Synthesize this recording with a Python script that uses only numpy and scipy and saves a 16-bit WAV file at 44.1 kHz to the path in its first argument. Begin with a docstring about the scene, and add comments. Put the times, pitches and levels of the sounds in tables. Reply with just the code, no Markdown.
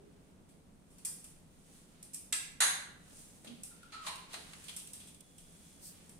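"""Handling things in a tiled kitchen

A cook handles a spoon, a cup and a small bottle at a stone counter, over a low hum of the house.
Taps are filtered noise bursts; spoon and cup are sums of damped modes; cap slips excite the neck's note.
Rustling cloth and fingers are random grains, and a faint thin sine comes and goes.
Taps, clinks, cap slips and low notes also set off the bright echo of the tiles, a decaying noise."""
import sys
import numpy as np
from scipy import signal
from scipy.fft import rfft, irfft
from scipy.io import wavfile

SR = 44100
rng = np.random.default_rng(int(sys.argv[2]) if len(sys.argv) > 2 else 0)


def master(y):
    """Save y as 16-bit WAV."""
    cut = np.clip(np.atleast_2d(y).T, -1, 1)
    pcm = np.round(cut * 32767)  # scale
    wavfile.write(sys.argv[1], SR, pcm.astype(np.int16))


N = 272979

# House hum: its spectrum (frequency [Hz], relative level [dB per Hz]), its course (time [s], level [dB])
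HUM_SPECTRUM = [(15, -9), (25, -8), (32, -14), (40, -13), (52, -15), (75, -9), (100, -13), (125, -15),
                (165, -5), (215, -11), (275, -12), (340, -18), (420, -18), (600, -22), (1800, -35),
                (5000, -45), (8500, -45), (16000, -54)]
HUM_COURSE = [(0.0, -60), (1.17, -61.5), (2.05, -61.5), (3.09, -59.5), (3.88, -61), (4.9, -60), (5.33, -62),
              (6.19, -59.5)]
# Deepest rumble: (frequency [Hz], relative level [dB per Hz])
DEEP_SPECTRUM = [(6, -13), (14, 1), (30, 2.5), (70, -12), (110, -18)]
DEEP_DB, DEEP_LUMPS_DB = -76, 4  # middle level and spread of its wander
# Likeness of the two channels of noise and grains: (frequency [Hz], likeness [0 to 1])
CHANNEL_LIKENESS = [(25, 0.3), (45, 0.45), (70, 0.7), (150, 0.86), (300, 0.6), (600, 0.34), (1000, 0.01)]

# Rubbing of cloth and fingers: (time [s], treble level [dB], lower level [dB])
RUSTLE_COURSE = [(0, -80.5, -78), (.85, -79, -80), (.97, -72, -73), (1.3, -68, -73.5), (1.45, -76.5, -77),
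                 (1.77, -64.5, -69), (1.87, -70.5, -72.5), (2.0, -73.5, -70), (2.95, -77, -86),
                 (3.08, -67.5, -67.5), (3.19, -59, -68.5), (3.4, -68.5, -73.5), (3.9, -72.5, -67.5),
                 (3.945, -66, -62), (4.0, -71, -66), (4.035, -62, -56), (4.062, -55, -50), (4.1, -64, -52),
                 (4.285, -71, -65), (4.328, -58, -54), (4.37, -59, -56), (4.45, -63, -60.5),
                 (4.74, -60, -63), (4.9, -60, -70), (5.0, -67, -66.5), (5.05, -64, -65.5),
                 (5.18, -68, -72.5), (5.78, -64.5, -68.5), (5.97, -66.5, -64.5), (6.19, -70, -74)]
# Spectra of the treble, the lower part and the finest hiss: (frequency [Hz], relative level [dB per Hz])
RUSTLE_TREBLE_SPECTRUM = [(2350, -28), (4000, -15), (4490, -14.5), (6510, -7.5), (8460, -7.5), (9670, -7),
                          (10500, -4.5), (12000, -22.5), (15600, -47), (22000, -120)]
RUSTLE_LOWER_SPECTRUM = [(410, -6.5), (700, -2.5), (917, -3), (1010, -2), (1480, 0.5), (3470, 2),
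                         (6000, -5), (7800, -8), (13200, -120)]
RUSTLE_AIR_SPECTRUM = [(10500, -52), (12000, -2), (14000, -7), (16000, -10)]
# With the treble at the pivot the finest hiss is at AIR_DB; it follows this share of the treble's swing
AIR_PIVOT_DB, AIR_DB, AIR_FOLLOWS = -71, -81, 0.82
RUSTLE_WANDER_DB = 1.0
# Sleeve sweeping past: (time [s], level [dB])
SWISH_COURSE = [(5.79, -88), (5.825, -59), (5.855, -50.5), (5.895, -54), (5.93, -61.5), (5.99, -70)]
# Its spectrum: (frequency [Hz], relative level [dB per Hz])
SWISH_SPECTRUM = [(3500, -21), (4500, -7.5), (6500, -8), (8500, -5.5), (10500, -6), (12000, -9),
                  (14000, -10), (16000, -14)]

# Faint thin tone: (time [s], level [dB])
WHISTLE_COURSE = [(5.02, -95), (5.12, -77), (5.45, -76), (5.78, -76), (5.86, -95)]
WHISTLE_HZ, WHISTLE_WAVER_HZ = 3390, 3.5

# Decay time of the tile echo: (frequency [Hz], T60 [s])
ECHO_T60 = [(500, 0.61), (1500, 0.67), (4000, 0.55), (8000, 0.42), (14000, 0.43)]
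# Lean of the echo: (frequency [Hz], left over right [dB])
ECHO_BALANCE = [(500, 0), (1500, -1), (5000, -3), (9000, -1), (14000, 1)]
ECHO_GRIT_DB, ECHO_GRIT_S = 4.0, 0.042  # single reflections stand out at first, then blend
ECHO_BUILD_MS = 4.0  # the first walls answer after a moment

# Dull low notes, one sounding from the start: (time [s], level [dB], frequency [Hz], T60 [s])
LOW_NOTE_EVENTS = [(0.0, -54.5, 408, 0.12), (2.606, -47, 597, 0.015), (3.447, -43.5, 485, 0.011),
                   (3.47, -49.5, 237.5, 0.15), (4.07, -42.5, 690, 0.013), (4.337, -52, 410, 0.033),
                   (4.338, -49.5, 687, 0.044)]
# Slips of the cap on its thread, the neck's note mostly falling as it opens:
# (time [s], level [dB], frequency [Hz], time scale of the slip [ms])
CAP_SLIPS = [(3.705, -59.5, 1390, 9.2), (3.828, -49.5, 1390, 2.2), (3.921, -47, 1310, 5.6),
             (3.941, -44, 1342, 6.2), (3.975, -48.5, 1310, 5), (4.008, -45, 1280, 4.6),
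             (4.044, -47, 1135, 3.1), (4.066, -42, 1060, 2.5), (4.075, -45, 870, 2.8),
             (4.084, -42.5, 1013, 3.9), (4.11, -52, 1046, 3), (4.14, -52, 1050, 3), (4.18, -57, 1040, 3)]
NECK_WIDTH_HZ = 102
CAP_DIRECT_DB, CAP_ECHO_DB = -1.5, -3

# Blows of the spoon laid on stone, with one bounce: (time [s], level [dB])
SPOON_BLOWS = [(2.325, -26.5), (2.328, -26.5)]
# Modes of the spoon: (frequency [Hz], relative level [dB], T60 [s])
SPOON_MODES = [(1510, -28, 0.014), (1750, -8.5, 0.013), (2150, 1.5, 0.01), (2630, -3, 0.013),
               (3350, -8, 0.007), (3740, -11.5, 0.024), (4300, -15, 0.014), (5140, -6, 0.012),
               (5860, -0.5, 0.0085), (7500, 7, 0.011), (8100, 2, 0.0096), (8620, -2, 0.0097),
               (10340, -1.5, 0.013), (13000, -7, 0.0092)]
# Blows of the cup set down, then rocking: (time [s], level [dB])
CUP_BLOWS = [(2.6045, -26), (2.6065, -24), (2.617, -29.5), (2.622, -28), (2.63, -33), (2.636, -38),
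             (2.661, -36), (2.668, -38)]
# Modes of the cup: (frequency [Hz], relative level [dB], T60 [s])
CUP_MODES = [(713, -17.5, 0.027), (1017, -11, 0.03), (1194, -11.5, 0.031), (1550, -13, 0.0093),
             (1684, 1.5, 0.018), (1860, -11, 0.015), (2740, -8, 0.017), (3580, -8.5, 0.034),
             (3720, -7, 0.017), (4040, -5, 0.024), (6380, -11, 0.075), (6620, 3.5, 0.018), (7640, -4, 0.03),
             (8250, -1.5, 0.029), (9400, -19, 0.018), (9850, 0.5, 0.02), (10000, -1, 0.033),
             (9940, -6, 0.022), (11400, -7, 0.018), (14200, -23, 0.011)]
BLOW_RISE_MS, BLOW_SPREAD_DB = 0.4, 2.5  # how fast a blow builds; how unevenly it excites the modes
BLOW_DETUNE = 0.012  # spread of a mode's pitch from blow to blow, as a share of the pitch

# Taps, each a bright tick plus a duller knock: (time [s], tick level [dB], knock level [dB],
# note of the thing touched [Hz], left over right [dB], echo feed [dB], weight of the lowest band [dB])
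TAP_EVENTS = [(0.489, -69, -75.5, 2340, -8, 5.5, -11), (0.903, -69.5, -86, 2430, -2, 8, 0),
              (0.982, -58.5, -68, 4320, 1, 1.5, -11), (1.0482, -37.5, -58, 4300, -2, 1.5, 3),
              (1.0523, -37, -64, 3020, 0, 0, 7), (1.241, -48.5, -66, 3000, -1, -0.5, 4),
              (2.0262, -49, -66, 4000, -2, -1, -1), (2.133, -47.5, -65, 4860, -3, 7, -10),
              (2.143, -39.5, -61, 5000, -1, -4.5, 1.5), (2.3256, -32, -36, 3620, -4, -3.5, -8),
              (2.6030, -32, -34, 3670, 0, 6, 5.5), (3.444, -56, -60, 3860, 0, 2, 5.5),
              (3.4704, -75, -52, 3200, -1, -2, -6), (3.633, -42.5, -64, 2770, 0, 0, -1),
              (3.8282, -62, -65, 2800, -1, -1, -4), (3.92, -79, -53.5, 4040, -3, 7.5, 1),
              (4.065, -48, -42, 3770, 3, -4, 3.5), (4.0710, -49, -46, 4030, -8, 0.5, 2),
              (4.0760, -55, -48.5, 3670, 8, -0.5, 2), (4.0820, -48, -49, 3830, 0, -1, 1),
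              (4.155, -51.5, -62, 2700, -1, -3.5, 2), (4.18, -61, -61, 2750, 2, -9, -3),
              (4.3310, -50, -48.5, 3940, 0, 1.5, -1), (4.3400, -49, -44.5, 3940, -1, -6, 7),
              (4.5313, -55, -54, 2800, -2, -7, 8.5), (4.6397, -56, -58.5, 4470, 0, 2, -13),
              (4.6815, -51, -50, 3210, -7, -1.5, -10), (4.692, -51, -51, 3300, 8, -5, -1),
              (4.699, -55, -57, 3100, -3, -3, -5), (4.7624, -42.5, -61, 3560, -3, -0.5, 0),
              (4.767, -43.5, -60, 3560, -1, -3, -1), (4.7975, -50, -57, 3380, 1, -6, -11),
              (4.8714, -50.5, -62, 3120, -1, -6, -8), (4.9321, -44.5, -60.5, 3600, -1, 0.5, -1),
              (5.0002, -56, -60, 3380, 0, 1.5, -10), (5.071, -56, -67, 3400, 0, 2, -8),
              (5.082, -60, -67, 3500, 1, 0, -13), (5.144, -57, -67, 3400, 4, -6, -3),
              (5.205, -54, -67, 3400, -4, -29, 0), (5.3807, -54.5, -66.5, 3150, 0, 0, -15),
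              (5.521, -63, -87, 3360, -3, -7, 0), (6.0925, -53.5, -67.5, 4530, -3, -2, 7)]
# Colour of every tap: (low edge [Hz], high edge [Hz], tick share [dB], knock share [dB])
TAP_COLOUR = [(7500, 9600, -4.5, -16.5), (9450, 11130, -5.5, -18), (720, 2090, -51, -9),
              (2130, 4870, -21, -4.5), (4990, 7360, -10, -11), (11400, 14700, -11.5, -30)]
NOTE_DB = -3.5  # the note against the knock
TICK_MS, KNOCK_MS = 2.53, 4.3  # time scale of each contact

MIC_HZ, MIC_WIDTH_HZ, MIC_LIFT_DB = 8555, 680, 0.5
CUTOFF_HZ = 16850


def amp(db):
    """Decibel law: 20 dB is a factor of ten in amplitude."""
    return 10 ** (np.asarray(db) / 20)


def rms_one(x):
    """Normalisation of power: scale to unit rms."""
    return x / np.sqrt(np.mean(x ** 2) + 1e-20)


def in_time(rows):
    """Linear interpolation in time: each column as one value per sample."""
    s, *columns = np.transpose(rows)
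    return [np.interp(np.arange(N) / SR, s, column) for column in columns]


def at_hz(points, hz):
    """Logarithmic frequency axis: interpolate a curve along it."""
    points = np.array(points)
    return np.interp(np.log(hz), np.log(points[:, 0]), points[:, 1])


def band(x, low_hz, high_hz, order=2):
    """Band limitation by a Butterworth band-pass."""
    sos = signal.butter(order, [low_hz, high_hz], "band", fs=SR, output="sos")
    return signal.sosfilt(sos, x + 1e-18)


def resonance(x, hz, width_hz):
    """Two-pole resonance, of unit gain at its peak."""
    r = np.exp(-np.pi * width_hz / SR)
    feedback = [1, -2 * r * np.cos(2 * np.pi * hz / SR), r * r]
    return signal.lfilter([(1 - r * r) / 2, 0, (r * r - 1) / 2], feedback, x)


def drift(rate_hz):
    """Low-passed noise: a slow random wander of unit spread."""
    step = 40  # samples between wander values
    r = np.exp(-2 * np.pi * rate_hz * step / SR)
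    noise = rng.standard_normal(N // step + 2002)
    slow = signal.lfilter([1], [1, -2 * r, r * r], noise)[2000:]  # drop the filter's start
    return np.interp(np.arange(N) / step, np.arange(len(slow)), rms_one(slow))


def coloured(source, spectrum):
    """Spectral shaping and mid-side mixing: a partly correlated pair of unit rms."""
    hz = np.maximum(np.arange(N // 2 + 1) * SR / N, 1)
    mid, side = rfft(source)
    likeness = np.clip(at_hz(CHANNEL_LIKENESS, hz), 0, 1)
    mid = np.sqrt(1 + likeness) * mid
    side = np.sqrt(1 - likeness) * side
    inside = (hz >= spectrum[0][0]) & (hz <= spectrum[-1][0])
    gain = amp(at_hz(spectrum, hz)) * inside
    return rms_one(irfft(gain * np.array([mid + side, mid - side]), N))


def grains(rate, spread_db):
    """Random impulse process: grains of random size and sign, rate per second in each channel."""
    sizes = amp(spread_db * np.minimum(rng.exponential(1, (2, N)), 4))
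    signs = rng.choice([-1, 1], (2, N))
    return sizes * signs * (rng.random((2, N)) < rate / SR)


def touch(noise, ms):
    """Transient contact: a noise burst of quick rise and slower fall, its spectrum evened out."""
    x = 1000 * np.arange(noise.shape[-1]) / SR / max(ms, .2)
    burst = noise * x * np.exp(1 - x)
    spectrum = rfft(burst)
    even = irfft(spectrum / (np.abs(spectrum) + 1e-12), len(x)) * np.exp(-(x / 5) ** 2)
    return even * np.sqrt(np.sum(burst ** 2) / np.sum(even ** 2))  # keep the burst's energy


def ring(s, db, hz, t60, rise_ms=0.29):
    """Damped oscillation: a blow sets one mode ringing; the contact takes a moment to build."""
    out, at = np.zeros(N), round(s * SR)
    t = np.arange(min(N - at, int(2 * t60 * SR))) / SR
    rise = 1 - np.exp(-1000 * t / max(rise_ms, .05))
    decay = amp(db - 60 * t / t60)
    out[at:at + len(t)] = rise * decay * np.sin(2 * np.pi * hz * t)
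    return out


def hum():
    """Stationary noise: low rumble of the house with a soft hiss above, wavering a little."""
    (level_db,) = in_time(HUM_COURSE)
    return amp(level_db + 0.46 * drift(5.3)) * coloured(rng.standard_normal((2, N)), HUM_SPECTRUM)


def deep():
    """Amplitude modulation: a slow random wander makes soft lumps of the deepest rumble."""
    level_db = DEEP_DB + DEEP_LUMPS_DB * drift(3.5)
    return amp(level_db) * coloured(rng.standard_normal((2, N)), DEEP_SPECTRUM)


def whistle():
    """Frequency modulation: a thin sine wavers in pitch and level, heard only for a while."""
    (db,) = in_time(WHISTLE_COURSE)
    t = np.arange(N) / SR
    heard = (t > WHISTLE_COURSE[0][0]) & (t < WHISTLE_COURSE[-1][0])
    hz = WHISTLE_HZ + WHISTLE_WAVER_HZ * drift(8.0)
    return heard * amp(db + 1.5 * drift(9)) * np.sin(2 * np.pi * np.cumsum(hz) / SR)


def rustle(rate, spread_db):
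    """Friction noise: dense tiny grains in a bright part, a duller part and the finest hiss."""
    treble_db, lower_db = in_time(RUSTLE_COURSE)
    air_db = AIR_DB + AIR_FOLLOWS * (treble_db - AIR_PIVOT_DB)
    treble = amp(treble_db) * coloured(grains(rate, spread_db), RUSTLE_TREBLE_SPECTRUM)
    lower = amp(lower_db) * coloured(grains(rate, spread_db), RUSTLE_LOWER_SPECTRUM)
    air = amp(air_db) * coloured(grains(rate, spread_db), RUSTLE_AIR_SPECTRUM)
    return amp(RUSTLE_WANDER_DB * drift(2.1)) * (treble + lower + air)


def swish(rate, spread_db):
    """Friction noise: one bright, gritty sweep of a sleeve."""
    (db,) = in_time(SWISH_COURSE)
    t = np.arange(N) / SR
    heard = (t > SWISH_COURSE[0][0]) & (t < SWISH_COURSE[-1][0])
    return heard * amp(db) * coloured(grains(rate, spread_db), SWISH_SPECTRUM)


def tiles(x, build_ms, level_db):
    """Reverberation: convolution with noise that builds fast and dies band by band in each channel."""
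    t = np.arange(SR) / SR
    reflections = np.minimum(rng.exponential(1, (2, SR)), 5) - 1.5
    grit = amp(ECHO_GRIT_DB * np.exp(-t / ECHO_GRIT_S) * reflections)
    white = grit * rng.standard_normal((2, 2, SR))  # two stereo noises, for alternate bands
    echo = np.zeros((2, SR))
    edges = 200 * 2 ** np.arange(0, 6.6, .5)  # half octaves
    for k, (low_hz, high_hz) in enumerate(zip(edges, edges[1:])):
        hz = np.sqrt(low_hz * high_hz)
        lean = amp(at_hz(ECHO_BALANCE, hz) * np.array([[.5], [-.5]]))
        decay = amp(-60 * t / at_hz(ECHO_T60, hz))
        echo += lean * band(white[k % 2], low_hz, high_hz) * decay
    echo *= 1 - np.exp(-1000 * t / build_ms)
    return amp(level_db) * signal.fftconvolve(x[None], echo, axes=1)[:, :N]


def low_notes():
    """Damped oscillation: each dull low note is a single mode."""
    return sum(ring(*row) for row in LOW_NOTE_EVENTS)


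def cap():
    """Resonator excitation: each slip is a rough puff ringing in the bottle neck."""
    length = SR // 8
    out = np.zeros(N)
    for s, db, hz, ms in CAP_SLIPS:
        puff = touch(rng.standard_normal(length), ms)
        note = resonance(resonance(puff, hz, NECK_WIDTH_HZ), hz, NECK_WIDTH_HZ)
        at = round(s * SR)
        out[at:at + length] += amp(db) * note / np.abs(note).max()
    return out


def struck(blows, modes):
    """Modal superposition: every blow rings all modes in slightly other shares and pitches."""
    out = np.zeros(N)
    for s, blow_db in blows:
        for hz, mode_db, t60 in modes:
            share, off = rng.standard_normal(2)
            db = blow_db + mode_db + BLOW_SPREAD_DB * share
            out += ring(s, db, hz * (1 + BLOW_DETUNE * off), t60, BLOW_RISE_MS)
    return out


def taps(body_width_hz):
    """Impact excitation: tick and knock share six bands, the knock rings a note; pair and echo feed."""
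    length = SR // 8
    out = np.zeros((3, N + length))
    for s, tick_db, knock_db, body_hz, pan_db, echo_db, weight_db in TAP_EVENTS:
        tick = amp(tick_db) * touch(rng.standard_normal((2, length)), TICK_MS)
        knock = amp(knock_db) * touch(rng.standard_normal((2, length)), KNOCK_MS)
        # the square roots make up for the power lost to narrow filters
        note = np.sqrt(SR / np.pi / body_width_hz) * resonance(knock, body_hz, body_width_hz)
        sound = amp(NOTE_DB) * note
        for low_hz, high_hz, tick_share_db, knock_share_db in TAP_COLOUR:
            burst = amp(tick_share_db) * tick + amp(knock_share_db) * knock
            gain = np.sqrt(SR / 2 / (high_hz - low_hz))
            if low_hz < 1000:  # the lowest band
                gain *= amp(weight_db)
            sound += gain * band(burst, low_hz, high_hz, order=4)
        at = round(s * SR)
        levels_db = [[pan_db / 2], [-pan_db / 2], [echo_db]]
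        out[:, at:at + length] += amp(levels_db) * sound[[0, 1, 0]]  # left, right, echo feed
    return out[:2, :N], out[2, :N]


def scene():
    """Superposition of background, rustle, counter sounds and their echo."""
    rubbing = rustle(rate=5000.0, spread_db=2.0) + swish(rate=4800.0, spread_db=-2.0)
    background = amp([[-.4], [.4]]) * (hum() + deep() + rubbing) + whistle()
    low = low_notes()
    slips = cap()
    rung = struck(SPOON_BLOWS, SPOON_MODES) + struck(CUP_BLOWS, CUP_MODES)
    tapped, tap_feed = taps(body_width_hz=350.0)
    feed = tap_feed + rung + amp(CAP_ECHO_DB) * slips + amp(3.0) * low
    echo = tiles(feed, build_ms=ECHO_BUILD_MS, level_db=-28)
    direct = tapped + amp([[-5.0], [-2.5]]) * rung + amp(CAP_DIRECT_DB) * slips + low
    return background + direct + echo


def record(dry):
    """Port resonance: the microphone port lifts the treble around it; a steep low-pass cuts the top."""
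    wet = dry + amp(MIC_LIFT_DB) * resonance(dry, MIC_HZ, MIC_WIDTH_HZ)
    return signal.sosfilt(signal.cheby2(12, 70, CUTOFF_HZ, fs=SR, output="sos"), wet)


dry = scene()
out = record(dry)
master(out)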